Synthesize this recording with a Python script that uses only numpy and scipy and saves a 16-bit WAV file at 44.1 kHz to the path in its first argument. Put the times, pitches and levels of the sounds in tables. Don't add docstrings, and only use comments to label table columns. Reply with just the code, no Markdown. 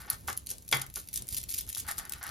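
import sys
import numpy as np
from scipy import signal
from scipy.fft import rfft, irfft, next_fast_len
from scipy.io import wavfile
from scipy.ndimage import uniform_filter1d

SR = 44100
rng = np.random.default_rng(int(sys.argv[2]) if len(sys.argv) > 2 else 0)


def ratio_of_db(decibels):
    return 10 ** (np.asarray(decibels, float) / 20)


def unload_audio(sound):
    columns = np.transpose(np.atleast_2d(sound))
    steps = np.round(np.clip(columns, -1, 1) * 32767)
    wavfile.write(sys.argv[1], SR, steps.astype(np.int16))


N = 101429

# time in seconds, peak in dB.
BEAD_CLASHES = [(0.0683, -41), (0.209, -40.5), (0.2764, -25.5), (0.3006, -23.5), (0.3272, -30.5),
                (0.368, -28), (0.4626, -30.5), (0.4695, -24.5), (0.49, -29), (0.503, -22), (0.5129, -18.5),
                (0.5296, -47), (0.5821, -34), (0.623, -39), (0.634, -57), (0.6765, -45), (0.6795, -28),
                (0.6895, -28), (0.7131, -26), (0.725, -6.5), (0.7962, -30), (0.8646, -32), (0.9001, -34),
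                (0.9401, -28.5), (0.9523, -34), (0.9585, -14), (1.0301, -45), (1.074, -33.5),
                (1.0868, -27.5), (1.1303, -41), (1.1396, -25.5),
                (1.1584, -19.5), (1.1745, -16), (1.187, -34), (1.2218, -25), (1.27, -32), (1.28, -29.5),
                  (1.288, -18), (1.3022, -42), (1.317, -40), (1.3378, -26), (1.3441, -21), (1.3666, -22.5),
                  (1.382, -23), (1.3864, -32), (1.414, -31.5), (1.43, -28.5), (1.4375, -24.5),
                  (1.4916, -25), (1.4978, -26), (1.504, -22), (1.5114, -23), (1.524, -25), (1.5397, -19.5),
                  (1.544, -20.5), (1.57, -27.5), (1.5848, -20), (1.5912, -34), (1.6093, -22.5),
                  (1.666, -35), (1.675, -36),
                (1.69, -23), (1.696, -28), (1.7003, -25.5), (1.728, -26), (1.7484, -17.5), (1.758, -27),
                (1.773, -22), (1.8004, -20.5), (1.8662, -33.5), (1.8847, -24), (1.8909, -22.5),
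                (1.9126, -20), (1.9712, -35), (1.9826, -32), (2.0188, -49), (2.052, -31), (2.0763, -45),
                (2.095, -26.5), (2.1216, -19.5), (2.1352, -22), (2.196, -44), (2.2286, -25),
                (2.2381, -24.5), (2.2665, -25.5), (2.2775, -32.5), (2.2908, -25)]
# start in seconds, length in seconds, level in dB.
RATTLE_RUNS = [(0, 0.0073, -47.5), (0.1, 0.034, -45), (.272, 0.019, -37.5), (0.493, 0.017, -38),
               (0.712, 0.049, -36.5), (0.953, 0.04, -42), (1.128, 0.048, -38.5), (1.297, 0.057, -42),
               (1.364, 0.018, -37), (1.486, 0.083, -44.5), (1.577, 0.022, -38), (1.677, 0.071, -51.5),
               (1.765, 0.025, -37.5), (1.874, 0.04, -42.5), (1.976, 0.015, -45), (2.099, 0.08, -60.5),
               (2.235, 0.094, -62)]
# start in seconds, length in seconds, level in dB.
BEAD_HEAPS = [(.2995, 0.0052, -36.5), (.3275, 0.0043, -38.5), (.1005, 0.0021, -28), (.3748, 0.0022, -38),
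              (.7265, 0.0046, -38), (.8152, 0.0022, -26.5), (1.369, 0.011, -43), (1.539, 0.0044, -42),
              (1.582, 0.0057, -45.5), (1.798, 0.0065, -39.5), (1.908, 0.0096, -40.5), (1.98, 0.008, -35),
              (1.992, 0.007, -44)]
# frequency in Hz, gain in dB.
BEAD_COLOUR = [(900, -37), (2200, -15), (4000, -9.5), (6500, -6.5), (8200, -0.5), (10800, -1.5),
               (13200, -4.5), (15000, 2.5), (17000, -45)]
# time in seconds, peak in dB, share of the full ring length from 0 to 1.
CHARM_STRIKES = [
    (.1005, -11.5, .9),
    (.3748, -13, .9),
    (.7696, -19.5, .6),
    (.8152, -22, .65),
    (.9762, -25, .8),
]
# frequency in Hz, level in dB, T60 in seconds.
CHARM_MODES = [(4400, -20, .008), (4900, -20, .008), (7127, -13, .016), (8829, -13, .012), (10700, 0, .012),
               (10880, -13, .03), (12940, -5, .02), (15280, -12, .012)]
# time in seconds, peak in dB, share of the full ring length from 0 to 1.
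DESK_KNOCKS = [
    (.7262, -13, 1),
]
# frequency in Hz, level in dB, T60 in seconds.
DESK_MODES = [(295, -15.5, 0.061), (452, -16, 0.2), (1003, -6.5, 0.036), (1077, -13.5, 0.14),
              (1546, -21, 0.061), (1960, -17, 0.19), (2062, -5.5, 0.12), (2270, 1, 0.044),
              (3223, -7, 0.098), (3374, 1.5, 0.028), (3666, -2.5, 0.031), (4710, -3, 0.02)]
# frequency in Hz, gain in dB.
CRACK_COLOUR = [(300, -15), (1000, -3.5), (2600, -1), (4800, -3.5), (7000, -4), (12000, -17)]
# start in seconds, length in seconds, level in dB.
PAPER_RUBS = [(0, 0.054, -51.5), (.075, 0.066, -45), (.278, 0.015, -39.5), (.288, 0.015, -46.5),
              (.33, 0.0097, -52), (.505, 0.023, -59), (.725, 0.023, -31.5), (.76, 0.082, -48.5),
              (.965, 0.0072, -47.5), (1.845, 0.055, -52), (1.878, 0.034, -39), (1.93, 0.06, -63),
              (1.98, 0.023, -45), (2.01, 0.06, -50), (2.1, 0.093, -54.5), (2.21, 0.12, -44)]
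# time in seconds, peak in dB.
PAD_TAPS = [
    (.2845, -21),
    (.2895, -28),
    (.304, -29),
    (0.3064, -29),
    (.971, -33.5),
    (1.681, -48),
    (1.769, -37),
]
# centre in Hz, width in Hz, gain in dB.
PAPER_RESONANCES = [(857, 273, -0.5), (1366, 404, 3), (1797, 735, -0.5), (3760, 3000, -9)]
# start in seconds, length in seconds, level in dB.
HAND_BUMPS = [
    (.05, 0.029, -63.5),
    (.278, 0.027, -52),
    (.505, 0.029, -58),
    (.716, 0.044, -46),
    (.965, 0.012, -54),
    (2.26, 0.031, -61),
]
# frequency in Hz, T60 in seconds.
ROOM_DECAY = [(200, 0.11), (1000, 0.2), (4000, 0.2), (12000, 0.057)]
# frequency in Hz, gain in dB.
WIDE_ECHO = [(300, -11), (1200, -5.5), (2500, -12), (9000, -13.5)]
# frequency in Hz, density in dB per Hz.
AIR_COLOUR = [(20, -20), (32, -13.5), (60, -1), (130, -10.5), (300, -20), (800, -32.5), (6000, -45.5),
              (16000, -40)]
# frequency in Hz, likeness from 0 to 1.
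AIR_LIKENESS = [(60, 0.97), (400, 0.37), (1500, 0.1), (3000, 0.66), (8000, 0)]
# frequency in Hz, phase in radians.
PORT_PHASE = [(5700, 0), (6350, -.6), (7700, -2.5), (8800, -3.7), (10400, -5.4), (13000, -7.3), (14200, -9),
              (16400, -10.6)]
# frequency in Hz, left minus right in dB.
PORT_TILT = [(270, -0.5), (1000, 1.5), (5500, 3.5), (8000, 0.2)]

BEAD_SCATTER_DB, CLASH_T60_S, SNAP_DB, LOUDEST_CLASH_DB = 2.6, 0.015, 4, -18
CONTACTS_PER_S, CONTACT_SPREAD_DB, STIR_DB = 2000, 2.2, -60
RUN_RISE_S, RUN_T60_S, HEAP_RISE_S, HEAP_T60_S = 0.0021, 0.12, 0.0016, 0.016
CRACK_DB, CRACK_T60_S = -25, 0.045
THUD_S, THUD_HZ, THUD_DB, THUD_T60_S = 0.735, 132.6, -34.5, 0.38
RUB_SLIPS_PER_S, RUB_GRAIN_DB, RUB_RISE_S, RUB_T60_S = 6000, 3, 0.0028, 0.061
BUMP_HZ, BUMP_WIDTH_HZ, BUMP_T60_S = 370, 550, 0.16
ROOM_DB, BEAD_SPREAD = -10, 0.23
AIR_DB, SWELL_DB = -52, 2.5
DROP_DB, EDGE_HZ, JUMP_DB, JUMP_EDGE_HZ = 6.5, 16100, 7, 16850


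def clashes():
    out = np.zeros(N)
    rows = BEAD_CLASHES
    t = np.arange(2048) / SR
    envelope = np.minimum(t / 0.00048, 1) * ratio_of_db(-60 * t / CLASH_T60_S)
    snap = ratio_of_db(SNAP_DB) * (np.arange(2048) == 12)
    lump_hz = np.linspace(0, 17000, num=16)
    for s, db in rows:
        lumps = BEAD_SCATTER_DB * rng.standard_normal(16)
        puff = rng.standard_normal(2048) * envelope + snap
        puff = tint(puff, lambda hz: ratio_of_db(read(BEAD_COLOUR, hz) + np.interp(hz, lump_hz, lumps)))
        add(out, s, ratio_of_db(min(db, LOUDEST_CLASH_DB)) * puff / abs(puff).max())
    return out


def rattle():
    contacts = slips(CONTACTS_PER_S, CONTACT_SPREAD_DB) ** 2
    decay = ratio_of_db(-120 * np.arange(300) / SR / 0.0042)
    flutter = np.sqrt(abs(signal.oaconvolve(contacts, decay)[:N]))
    noise = tint(flutter * rng.standard_normal(N), lambda hz: ratio_of_db(read(BEAD_COLOUR, hz)))
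    runs = strokes(RATTLE_RUNS, RUN_RISE_S, RUN_T60_S)
    heaps = strokes(BEAD_HEAPS, HEAP_RISE_S, HEAP_T60_S)
    return (ratio_of_db(STIR_DB) + runs + heaps) * evened(noise)


def charm():
    return strikes(CHARM_STRIKES, CHARM_MODES, spread_db=-6)


def knock():
    return strikes(DESK_KNOCKS, DESK_MODES, spread_db=-1.0)


def crack():
    burst = evened(tint(rng.standard_normal(N), lambda hz: ratio_of_db(read(CRACK_COLOUR, hz))))
    return strokes([(DESK_KNOCKS[0][0], 0.003, CRACK_DB)], 0.00038, CRACK_T60_S) * burst


def thud():
    after = np.maximum(np.arange(N) / SR - THUD_S, 0)
    envelope = ratio_of_db(THUD_DB - 60 * after / THUD_T60_S) * np.minimum(after / 0.0053, 1)
    return envelope * np.sin(2 * np.pi * THUD_HZ * after)


def rub():
    drive = strokes(PAPER_RUBS, RUB_RISE_S, RUB_T60_S) * slips(RUB_SLIPS_PER_S, RUB_GRAIN_DB)
    for s, db in PAD_TAPS:
        add(drive, s, ratio_of_db(db) * np.hanning(14))

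    def pad(hz):
        return np.sqrt(sum(ratio_of_db(2 * db) * bell(hz, centre, width) for centre, width, db in PAPER_RESONANCES))
    return tint(drive, pad) * ratio_of_db(7)


def bumps():
    dull = tint(rng.standard_normal(N), lambda hz: bell(hz, BUMP_HZ, BUMP_WIDTH_HZ))
    return strokes(HAND_BUMPS, 0.0022, BUMP_T60_S) * evened(dull)


def room(x):
    size = SR // 2
    signs = rng.choice([-1., 1.], (2, size))
    taps = signs * (rng.random((2, size)) < 0.06) * (np.arange(size) > 90)
    hz, t, z = signal.stft(taps, SR, nperseg=256)
    decay = ratio_of_db(-60 * t / read(ROOM_DECAY, hz)[:, None])
    tail = signal.istft(z * decay, SR, nperseg=256)[1]
    return signal.fftconvolve(x[None], tail / np.linalg.norm(tail[0]), axes=1)[:, :N]


def air():
    left, other, waver = rng.standard_normal((3, N))

    def same(hz):
        return np.clip(read(AIR_LIKENESS, hz), 0, 1)
    right = tint(left, same) + tint(other, lambda hz: np.sqrt(1 - same(hz) ** 2))
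    swell = ratio_of_db(SWELL_DB * evened(slow(waver, 8)))
    return ratio_of_db(AIR_DB) * evened(swell * tint(np.array([left, right]), lambda hz: ratio_of_db(read(AIR_COLOUR, hz))))


def strikes(rows, modes, spread_db):
    out = np.zeros(N)
    for s, db, free in rows:
        add(out, s, ratio_of_db(db) * ring(modes, rng.standard_normal(14), spread_db, free))
    return out


def ring(modes, shake, spread_db, free):
    t = np.arange(int(SR / 4)) / SR
    x = np.zeros(len(t))
    for (hz, db, t60), nudge in zip(modes, shake):
        decay = ratio_of_db(db + spread_db * nudge - 60 * t / t60 / free)
        x += decay * np.sin(2 * np.pi * hz * t + 2 * nudge)
    return np.minimum(t / 0.00048, 1) * x / abs(x).max()


def strokes(rows, rise_s, t60):
    t = np.arange(N) / SR
    level = np.zeros(N)
    for s, length, db in rows:
        release = ratio_of_db(db - 60 * np.maximum(t - s - length, 0) / t60)
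        level += release * np.clip((t - s) / rise_s, 0, 1)
    return level


def slips(per_s, spread_db):
    hit = rng.random(N) < per_s / SR
    size = ratio_of_db(spread_db * np.minimum(rng.exponential(1, N), 4))
    return evened(rng.standard_normal(N) * size * hit)


def bell(hz, centre, width):
    return 1 / (1 + ((hz - centre) / width * 2) ** 4)


def slow(x, corner_hz):
    return tint(x, lambda hz: 1 / (1 + (hz / corner_hz) ** 2))


def tint(x, gain):
    size = next_fast_len(x.shape[-1] + 512)
    return irfft(rfft(x, size) * gain(np.fft.rfftfreq(size, 1 / SR)), size)[..., :x.shape[-1]]


def read(points, hz):
    f, value = np.transpose(points)
    return np.interp(np.log(hz + 1), np.log(f + 1), value)


def evened(x):
    return x / np.sqrt(np.mean(x ** 2) + 1e-20)


def add(mix, s, sound):
    part = mix[round(s * SR):][:len(sound)]
    part += sound[:len(part)]


def port(x, side):
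    return tint(x, lambda hz: ratio_of_db(side * read(PORT_TILT, hz)) * np.exp(side * 1j * read(PORT_PHASE, hz)))


def scene():
    beads = clashes() + rattle()
    near = beads + charm() + knock() + crack() + thud() + rub() + bumps()
    echo = room(near)
    drift = BEAD_SPREAD * evened(slow(rng.standard_normal(N), 60))
    wide = tint(echo[1], lambda hz: ratio_of_db(read(WIDE_ECHO, hz))) + drift * beads
    left, right = near + ratio_of_db(ROOM_DB) * echo[0] + wide * np.array([[1], [-1]]) + air()
    return np.array([port(left, 0.5), port(right, -0.5)])


def band_limit(x):
    return signal.sosfilt(signal.butter(12, 17130, fs=SR, output="sos"), x)


def record(dry):
    hz, _, z = signal.stft([dry[0] + dry[1], dry[0] - dry[1]], SR, nperseg=1024)
    power = uniform_filter1d(uniform_filter1d(abs(z) ** 2, size=24, axis=1), size=2, axis=2)
    treble = (abs(z[:, hz > 5000]) ** 2).sum((0, 1))
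    jump = treble > np.roll(treble, 1) * ratio_of_db(2 * JUMP_DB)
    hz = hz[:, None]
    strong = power > power[::-1] * ratio_of_db(-2 * DROP_DB)
    steady = (strong | (hz < 2500)) & (hz < EDGE_HZ)
    keep = steady | (jump & (hz < JUMP_EDGE_HZ))
    mid, side = signal.istft(z * keep, SR, nperseg=1024)[1][:, :N] / 2
    return band_limit(np.array([mid + side, mid - side]))


dry = scene()
out = record(dry)
unload_audio(out)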